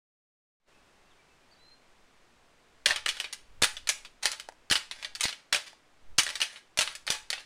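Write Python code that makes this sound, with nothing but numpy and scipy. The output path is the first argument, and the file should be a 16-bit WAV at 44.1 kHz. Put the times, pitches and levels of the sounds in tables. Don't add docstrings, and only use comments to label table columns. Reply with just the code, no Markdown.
import sys
import numpy as np
from scipy import signal
from scipy.fft import rfft, irfft, next_fast_len
from scipy.io import wavfile
from scipy.ndimage import uniform_filter1d

SR = 44100
rng = np.random.default_rng(int(sys.argv[2]) if len(sys.argv) > 2 else 0)


def master(y):
    cut = np.clip(np.atleast_2d(y).T, -1, 1)
    pcm = np.round(cut * 32767)
    wavfile.write(sys.argv[1], SR, pcm.astype(np.int16))


N = 328545

# freq_hz [Hz], density_db [dB per Hz]
AIR_SPECTRUM = [(15, -21), (70, -8.5), (286, -4.5), (500, -5.5), (978, -6.5), (2300, -10), (8550, -22),
                (15000, -39)]
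# freq_hz [Hz], density_db [dB per Hz]
RUMBLE_SPECTRUM = [(8, 10), (25, -5), (60, -9.5), (110, -19), (220, -37), (600, -58)]
# time_s [s], level_db [dB]
BREEZE_LEVEL = [(.7, -64), (2.75, -66), (3.0, -49), (3.35, -66), (3.55, -46.5), (3.8, -51), (4.08, -61),
                (4.35, -61.5), (4.55, -64), (5.201, -57), (5.401, -77), (5.9, -71), (6.1, -45), (6.35, -58),
                (6.52, -82), (6.9, -58), (7.45, -60)]
# freq_hz [Hz], t60_s [s]
WOOD_DECAY = [(300, 0.27), (900, 0.31), (2500, 0.33), (6000, 0.32), (12000, 0.27)]
# start_s [s], length_s [s], first_hz [Hz], last_hz [Hz], arch_hz [Hz], level_db [dB]
BIRD_NOTES = [(0.72, 0.089, 2715, 2570, -29, -64), (1.04, 0.081, 2740, 2680, -2, -69),
              (1.098, 0.042, 4100, 2720, 0, -63.5), (1.18, 0.037, 2410, 2290, -22, -61),
              (1.28, .07, 2650, 2590, 0, -68), (1.405, .055, 2480, 2380, -4, -69),
              (1.501, .05, 3770, 3320, 1080, -56.5), (1.544, 0.24, 3770, 4170, 142, -58)]
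# start_s [s], level_db [dB]
WOODY_TICKS = [(4.4877, -11.5), (4.5228, -29), (5.7306, -27)]
# freq_hz [Hz], gain_db [dB]
TWIG_COLOUR = [(80, -21), (400, -12.5), (880, 1.5), (1250, -13), (1900, -7), (3200, -22), (5000, -17),
               (10000, -24), (12000, -39.5)]
# freq_hz [Hz], level_db [dB], t60_s [s]
ANTLER_MODES = [(595.4, 9, 0.083), (863, 0, 0.25), (1197, -9, 0.28), (1636, -2.5, 0.2), (1857, -6, 0.072),
                (1990, -2.5, 0.12), (2300, -7.5, 0.24), (2556, 0, 0.13), (2856, -3.5, 0.12),
                (2975, 12.5, 0.042), (3423, 9.5, 0.047), (3680, -9, .05), (4290, -4, 0.09),
                (4430, -1.5, 0.064), (5130, -5, 0.069), (5520, 4, 0.073), (6110, 7.5, .06),
                (7810, 7.5, 0.057), (9200, -12, .04)]
# freq_hz [Hz], gain_db [dB]
BONE_COLOUR = [(60, -15.5), (250, -22), (450, -12.5), (1100, -6.5), (1700, -0.5), (3000, -0.5),
               (4500, -1.5), (7000, -8.5), (8400, -10), (9400, -7.5), (10300, -13.5), (11000, -25.5),
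               (14500, -24), (15500, -46.5)]
# freq_hz [Hz], share [0-1]
BODY_SHARE = [(900, 0.84), (2200, 0.16)]
# freq_hz [Hz], share [0-1]
BRIGHT_SHARE = [(3800, 0.054), (7000, 0.92)]
# start_s [s], end_s [s], level_db [dB]
TINE_SLIDES = [(3.127, 3.22, -49.5), (4.217, 4.284, -36.5), (4.937, 5.057, -52.5), (5.197, 5.202, -41),
               (5.272, 5.337, -68), (5.66, 5.683, -45.5), (6.241, 6.397, -48), (6.498, 6.594, -53.5),
               (6.814, 6.94, -47), (7.079, 7.162, -37.5), (7.323, 7.419, -49.5)]
# start_s [s], level_db [dB], bright_db [dB], tine_hz [Hz]
TINE_TAPS = [(2.96, -30, -2, 3130), (2.9683, -34.5, -17, 2950), (3.0606, -25, -4.5, 1870),
             (3.1688, -41.5, -5, 3400), (3.2005, -29, -0.5, 3020), (3.2428, -34, -10.5, 2450),
             (3.3271, -37.5, 6.5, 3640), (3.7676, -38, -1.5, 3450), (4.049, -44, -2, 4560),
             (4.3165, -37.5, 10, 4930), (4.3311, -38.5, -20.5, 4340), (4.398, -39, 2.5, 5100),
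             (4.7551, -23, -3.5, 2970), (4.767, -37, 7.5, 2820), (4.912, -34.5, -1, 3680),
             (5.0269, -39, -4.5, 2820), (5.0466, -32.5, -5.5, 1870), (5.151, -37.5, 5, 4500),
             (5.208, -29.5, 7.5, 3130), (5.2906, -33.5, -5.5, 4000), (5.3263, -38.5, -4.5, 3130),
             (6.233, -34.5, 8.5, 6200), (6.2653, -29.5, -4, 1870), (6.2906, -35.5, 1.5, 3230),
             (6.3014, -36, -3, 2580), (6.355, -33.5, 1, 3990), (6.559, -44.5, -8, 3940),
             (6.8141, -27, -1.5, 4240), (6.875, -32, -9, 2840), (6.9518, -42.5, 9, 2870),
             (7.0767, -29, -10, 1750), (7.3022, -30, 5, 4320), (7.3292, -29.5, -8, 2660),
             (7.3788, -42, -22, 2750)]
# start_s [s], level_db [dB], body_db [dB], bright_db [dB], tine_hz [Hz],
# graze_lead_s [s], rebound_gap_s [s], rebound_loss_db [dB], pop_db [dB]
ANTLER_CLASHES = [(2.8591, -20, 2, 0, 3150, 0.00056, 0.027, 11, -37.5),
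                  (2.9075, -23.5, 5, -6, 1840, .0068, 0.0089, 23, -58),
                  (3.0888, -24, -8, -0.5, 2960, 0.0063, 0.0053, 18, -39),
                  (3.623, -24.5, 4.5, 4, 3800, 0.0038, 0.011, -1.5, -17),
                  (3.8903, -25, -0.5, 5.5, 2400, 0.018, 0.0046, 4, -32.5),
                  (4.2559, -22, -3, 1, 3270, 0.026, 0.0061, 12.5, -44.5),
                  (4.7121, -23, 1.5, 2.5, 3100, 0.012, 0.0093, 1.5, -18),
                  (5.2385, -27, 0.5, 4, 4050, 0.0064, .015, 19.5, -49),
                  (5.2549, -26.5, -13.5, -4, 4360, .002, .0275, 7, -19.5),
                  (5.5275, -23.5, 3, 1.5, 2720, 0.0022, .0184, 2, -29),
                  (6.1848, -19.5, -4, 2.5, 2600, 0.0037, .0075, 2.5, -20),
                  (6.4159, -22.5, -3.5, -1.5, 2910, 0.013, 0.011, 6, -57),
                  (6.7887, -24, 4, 5, 2880, 0.015, 0.02, 4, -25.5),
                  (7.103, -28.5, 4, 8.5, 3550, 0.036, 0.017, 8.5, -20.5)]
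# time_s [s], level_db [dB]
OPENING_FADE = [(.6, -24.5), (.66, -17.5), (.685, -1.5)]

AIR_START_DB, AIR_EASE_DB_PER_S = -62, -0.37
GRAZE_DB, GRAZE_DB_PER_S = -6, -260
TIP_BRIGHT_DB, TIP_HZ = 2, 4300
TAP_BODY_DB, TAP_BODY_PER_BRIGHT = -2.5, -0.24
REBOUND_GAP_RATIO, REBOUND_BODY_DB = 0.85, -0.5
REBOUND_PITCH_RATIO = 0.893
SETTLE_DB = -3.5
TOP_HZ = 15800


def amp(db):
    return 10 ** (np.asarray(db) / 20)


def unit(x):
    return x / np.sqrt(np.mean(x ** 2) + 1e-20)


def norm(x):
    return x / np.sqrt(np.sum(x ** 2) + 1e-20)


def along(points, hz):
    f, v = np.transpose(points)
    return np.interp(np.log(hz + 1), np.log(f + 1), v)


def fade(t, t60_s):
    return np.exp(-np.log(1000) * t / t60_s)


def add(track, start_s, sound):
    part = track[round(start_s * SR):][:len(sound)]
    part += sound[:len(part)]


def coloured(x, db_of):
    m = next_fast_len(len(x) + 2048, True)
    log_gain = np.log(amp(db_of(np.fft.rfftfreq(m, 1 / SR))))
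    cepstrum = irfft(log_gain, m)
    cepstrum[1:m // 2] *= 2
    cepstrum[m // 2 + 1:] = 0
    response = np.exp(rfft(cepstrum))
    return irfft(rfft(x, m) * response, m)[:len(x)]


def burst(t, t60_s, grain_db, grain_s=.0007):
    knots_s = np.arange(0, t[-1], grain_s)
    knots_db = grain_db * rng.standard_normal(len(t))[:len(knots_s)]
    bounces = amp(np.interp(t, knots_s, knots_db))
    spectrum = rfft(rng.standard_normal(len(t)) * bounces * fade(t, t60_s))
    smooth = uniform_filter1d(np.abs(spectrum), size=120)
    even = irfft(spectrum / smooth, len(t))
    return norm(even * fade(t, 4 * t60_s))


def echoes(x, trunks_db, wood_db, spread_s=.012, build_s=0.0066):
    hz, t, z = signal.stft(rng.standard_normal(SR // 2), SR, nperseg=256)
    swell = 1 - np.exp(-t / build_s)
    decay = fade(t, along(WOOD_DECAY, hz)[:, None])
    tail = signal.istft(z * swell * decay, SR, nperseg=256)[1]
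    echo = amp(wood_db) * norm(tail)
    lags_s = .002 + spread_s * rng.random(size=8)
    copies = amp(trunks_db) * rng.choice([-1, 1], size=8) * fade(lags_s, 0.051)
    np.add.at(echo, (lags_s * SR).astype(int), copies)
    return signal.fftconvolve(x, echo)


def woodland(x, trunks_db, wood_db):
    heard = echoes(x, trunks_db, wood_db)
    add(heard, 0, x)
    return heard


def air():
    rush = unit(coloured(rng.standard_normal(N), lambda f: along(AIR_SPECTRUM, f)))
    level_db = AIR_START_DB + AIR_EASE_DB_PER_S * np.arange(N) / SR
    return amp(level_db) * rush


def breeze(gain_db=1):
    time_s, level_db = np.transpose(BREEZE_LEVEL)
    rumble = unit(coloured(rng.standard_normal(N), lambda f: along(RUMBLE_SPECTRUM, f)))
    return amp(gain_db + np.interp(np.arange(N) / SR, time_s, level_db)) * rumble


def birds(gain_db=-0.5):
    track = np.zeros(N)
    for start_s, length_s, first_hz, last_hz, arch_hz, level_db in BIRD_NOTES:
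        u = np.linspace(0, 1, max(int(length_s * SR), 64))
        hz = first_hz + (last_hz - first_hz) * u + arch_hz * np.sin(np.pi * u)
        whistle = np.sin(2 * np.pi * np.cumsum(hz) / SR)
        note = amp(level_db + gain_db) * np.sin(np.pi * u) ** 2 * whistle
        add(track, start_s, woodland(note, trunks_db=-18, wood_db=-4))
    return track


def ticks(t60_s=0.011):
    track = np.zeros(N)
    t = np.arange(SR // 10) / SR
    for start_s, level_db in WOODY_TICKS:
        tick = norm(coloured(burst(t, t60_s, grain_db=-3.5), lambda f: along(TWIG_COLOUR, f)))
        add(track, start_s, amp(level_db) * woodland(tick, trunks_db=-11.0, wood_db=-19))
    return track


def contact(body_db, bright_db, crack_t60_s=0.014, chatter_t60_s=0.1, chatter_db=-3, ring_db=-10,
            vary_db=4, attack_s=0.00025, snap_db=-2, snap_t60_s=0.0028):
    t = np.arange(SR // 5) / SR
    hz, mode_db, t60_s = np.transpose(ANTLER_MODES)[:, :, None]
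    strength, grip, phase = rng.standard_normal((3, len(ANTLER_MODES), 1))
    detuned_hz = hz * (1 + 0.0078 * grip)
    mode_amp = amp(mode_db + vary_db * np.minimum(strength, .5))
    modes = mode_amp * fade(t, t60_s) * np.sin(2 * np.pi * (detuned_hz * t + phase))

    crack = burst(t, crack_t60_s, grain_db=6)
    chatter = burst(t, chatter_t60_s, grain_db=5.5, grain_s=.0012)
    snap = burst(t, snap_t60_s, grain_db=-1.0)
    strike = crack + amp(chatter_db) * chatter + amp(snap_db) * snap

    onset = 1 - np.exp(-t / attack_s)
    bone = lambda x: norm(coloured(x * onset, lambda f: along(BONE_COLOUR, f)))
    clack = norm(bone(strike) + amp(ring_db) * bone(modes.sum(0)))
    return coloured(clack, lambda f: body_db * along(BODY_SHARE, f) + bright_db * along(BRIGHT_SHARE, f))


def slides(ridges_per_s=700, scatter_db=3):
    track = np.zeros(N)
    for start_s, end_s, level_db in TINE_SLIDES:
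        n = max(int((end_s - start_s) * SR), 64)
        hits = rng.random(n) < ridges_per_s / SR
        ridges = hits * amp(scatter_db * rng.standard_normal(n)) * rng.choice([-1, 1], n)
        touch = contact(body_db=3, bright_db=0.0, crack_t60_s=0.012, chatter_db=-2, ring_db=-10.5)
        scrape = signal.fftconvolve(unit(ridges) * signal.windows.tukey(n, .3), touch)
        add(track, start_s, amp(level_db) * woodland(scrape, trunks_db=-18, wood_db=-7.0))
    return track


def beamed(clack, tine_hz, tine_db=9, tine_width=0.056, lobes_db=4):
    bands_hz = np.arange(0, SR / 2, 350)
    lobes = lobes_db * np.clip(rng.standard_normal(len(bands_hz)), -2, 1)
    tine = lambda f: tine_db / (1 + ((f - tine_hz) / (tine_width * tine_hz)) ** 2)
    direct = coloured(clack, lambda f: tine(f) + np.interp(f, bands_hz, lobes))
    return np.linalg.norm(clack) * norm(direct)


def knock(level_db, body_db, bright_db, tine_hz, gain_db=29):
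    clack = amp(level_db + gain_db) * contact(body_db, bright_db)
    heard = echoes(clack, trunks_db=-6.5, wood_db=-11.5)
    add(heard, 0, beamed(clack, tine_hz))
    return heard


def taps():
    track = np.zeros(N)
    for start_s, level_db, bright_db, tine_hz in TINE_TAPS:
        body_db = TAP_BODY_DB + TAP_BODY_PER_BRIGHT * bright_db
        add(track, start_s, knock(level_db, body_db, bright_db, tine_hz))
    return track


def overload_pop(width_s=0.00024, puff_db=3, puff_t60_s=0.0073):
    t = np.arange(SR // 20) / SR
    pop = -t / width_s * np.exp(1 - t / width_s)
    noise = burst(t, puff_t60_s, grain_db=3.5)
    puff = norm(coloured(noise, lambda f: -10 * np.log10(1 + (f / 650) ** 4)))
    return pop + amp(puff_db) * puff


def clashes(rebound_pop_db=-5):
    track = np.zeros(N)
    for start_s, level_db, body_db, bright_db, tine_hz, lead_s, gap_s, loss_db, pop_db in ANTLER_CLASHES:
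        graze_db = level_db + GRAZE_DB + GRAZE_DB_PER_S * lead_s
        add(track, start_s - lead_s, knock(graze_db, body_db, bright_db + TIP_BRIGHT_DB, TIP_HZ))

        add(track, start_s, knock(level_db, body_db, bright_db, tine_hz))
        add(track, start_s, amp(pop_db) * overload_pop())

        first_s = start_s + gap_s
        first_hz = tine_hz * REBOUND_PITCH_RATIO
        add(track, first_s, knock(level_db - loss_db, body_db + REBOUND_BODY_DB, bright_db, first_hz))
        rebound_pop = amp(pop_db - loss_db + rebound_pop_db) * fade(gap_s, 0.089)
        add(track, first_s, rebound_pop * overload_pop())

        last_s = start_s + gap_s * (1 + REBOUND_GAP_RATIO)
        last_db = level_db - 2 * loss_db + SETTLE_DB
        add(track, last_s, knock(last_db, body_db + 2 * REBOUND_BODY_DB, bright_db, tine_hz))
    return track


def scene():
    background = air() + breeze() + birds() + ticks()
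    antlers = slides() + taps() + clashes()
    return (background + antlers)[None]


def record(dry):
    time_s, level_db = np.transpose(OPENING_FADE)
    t = np.arange(N) / SR
    x = dry * amp(np.interp(t, time_s, level_db)) * (t > time_s[0])
    x = x / (1 + (x / .6) ** 4) ** (1 / 4)
    m = next_fast_len(N + SR // 2)
    passband = np.fft.rfftfreq(m, 1 / SR) < TOP_HZ
    return irfft(rfft(x, m) * passband, m)[:, :N]


dry = scene()
out = record(dry)
master(out)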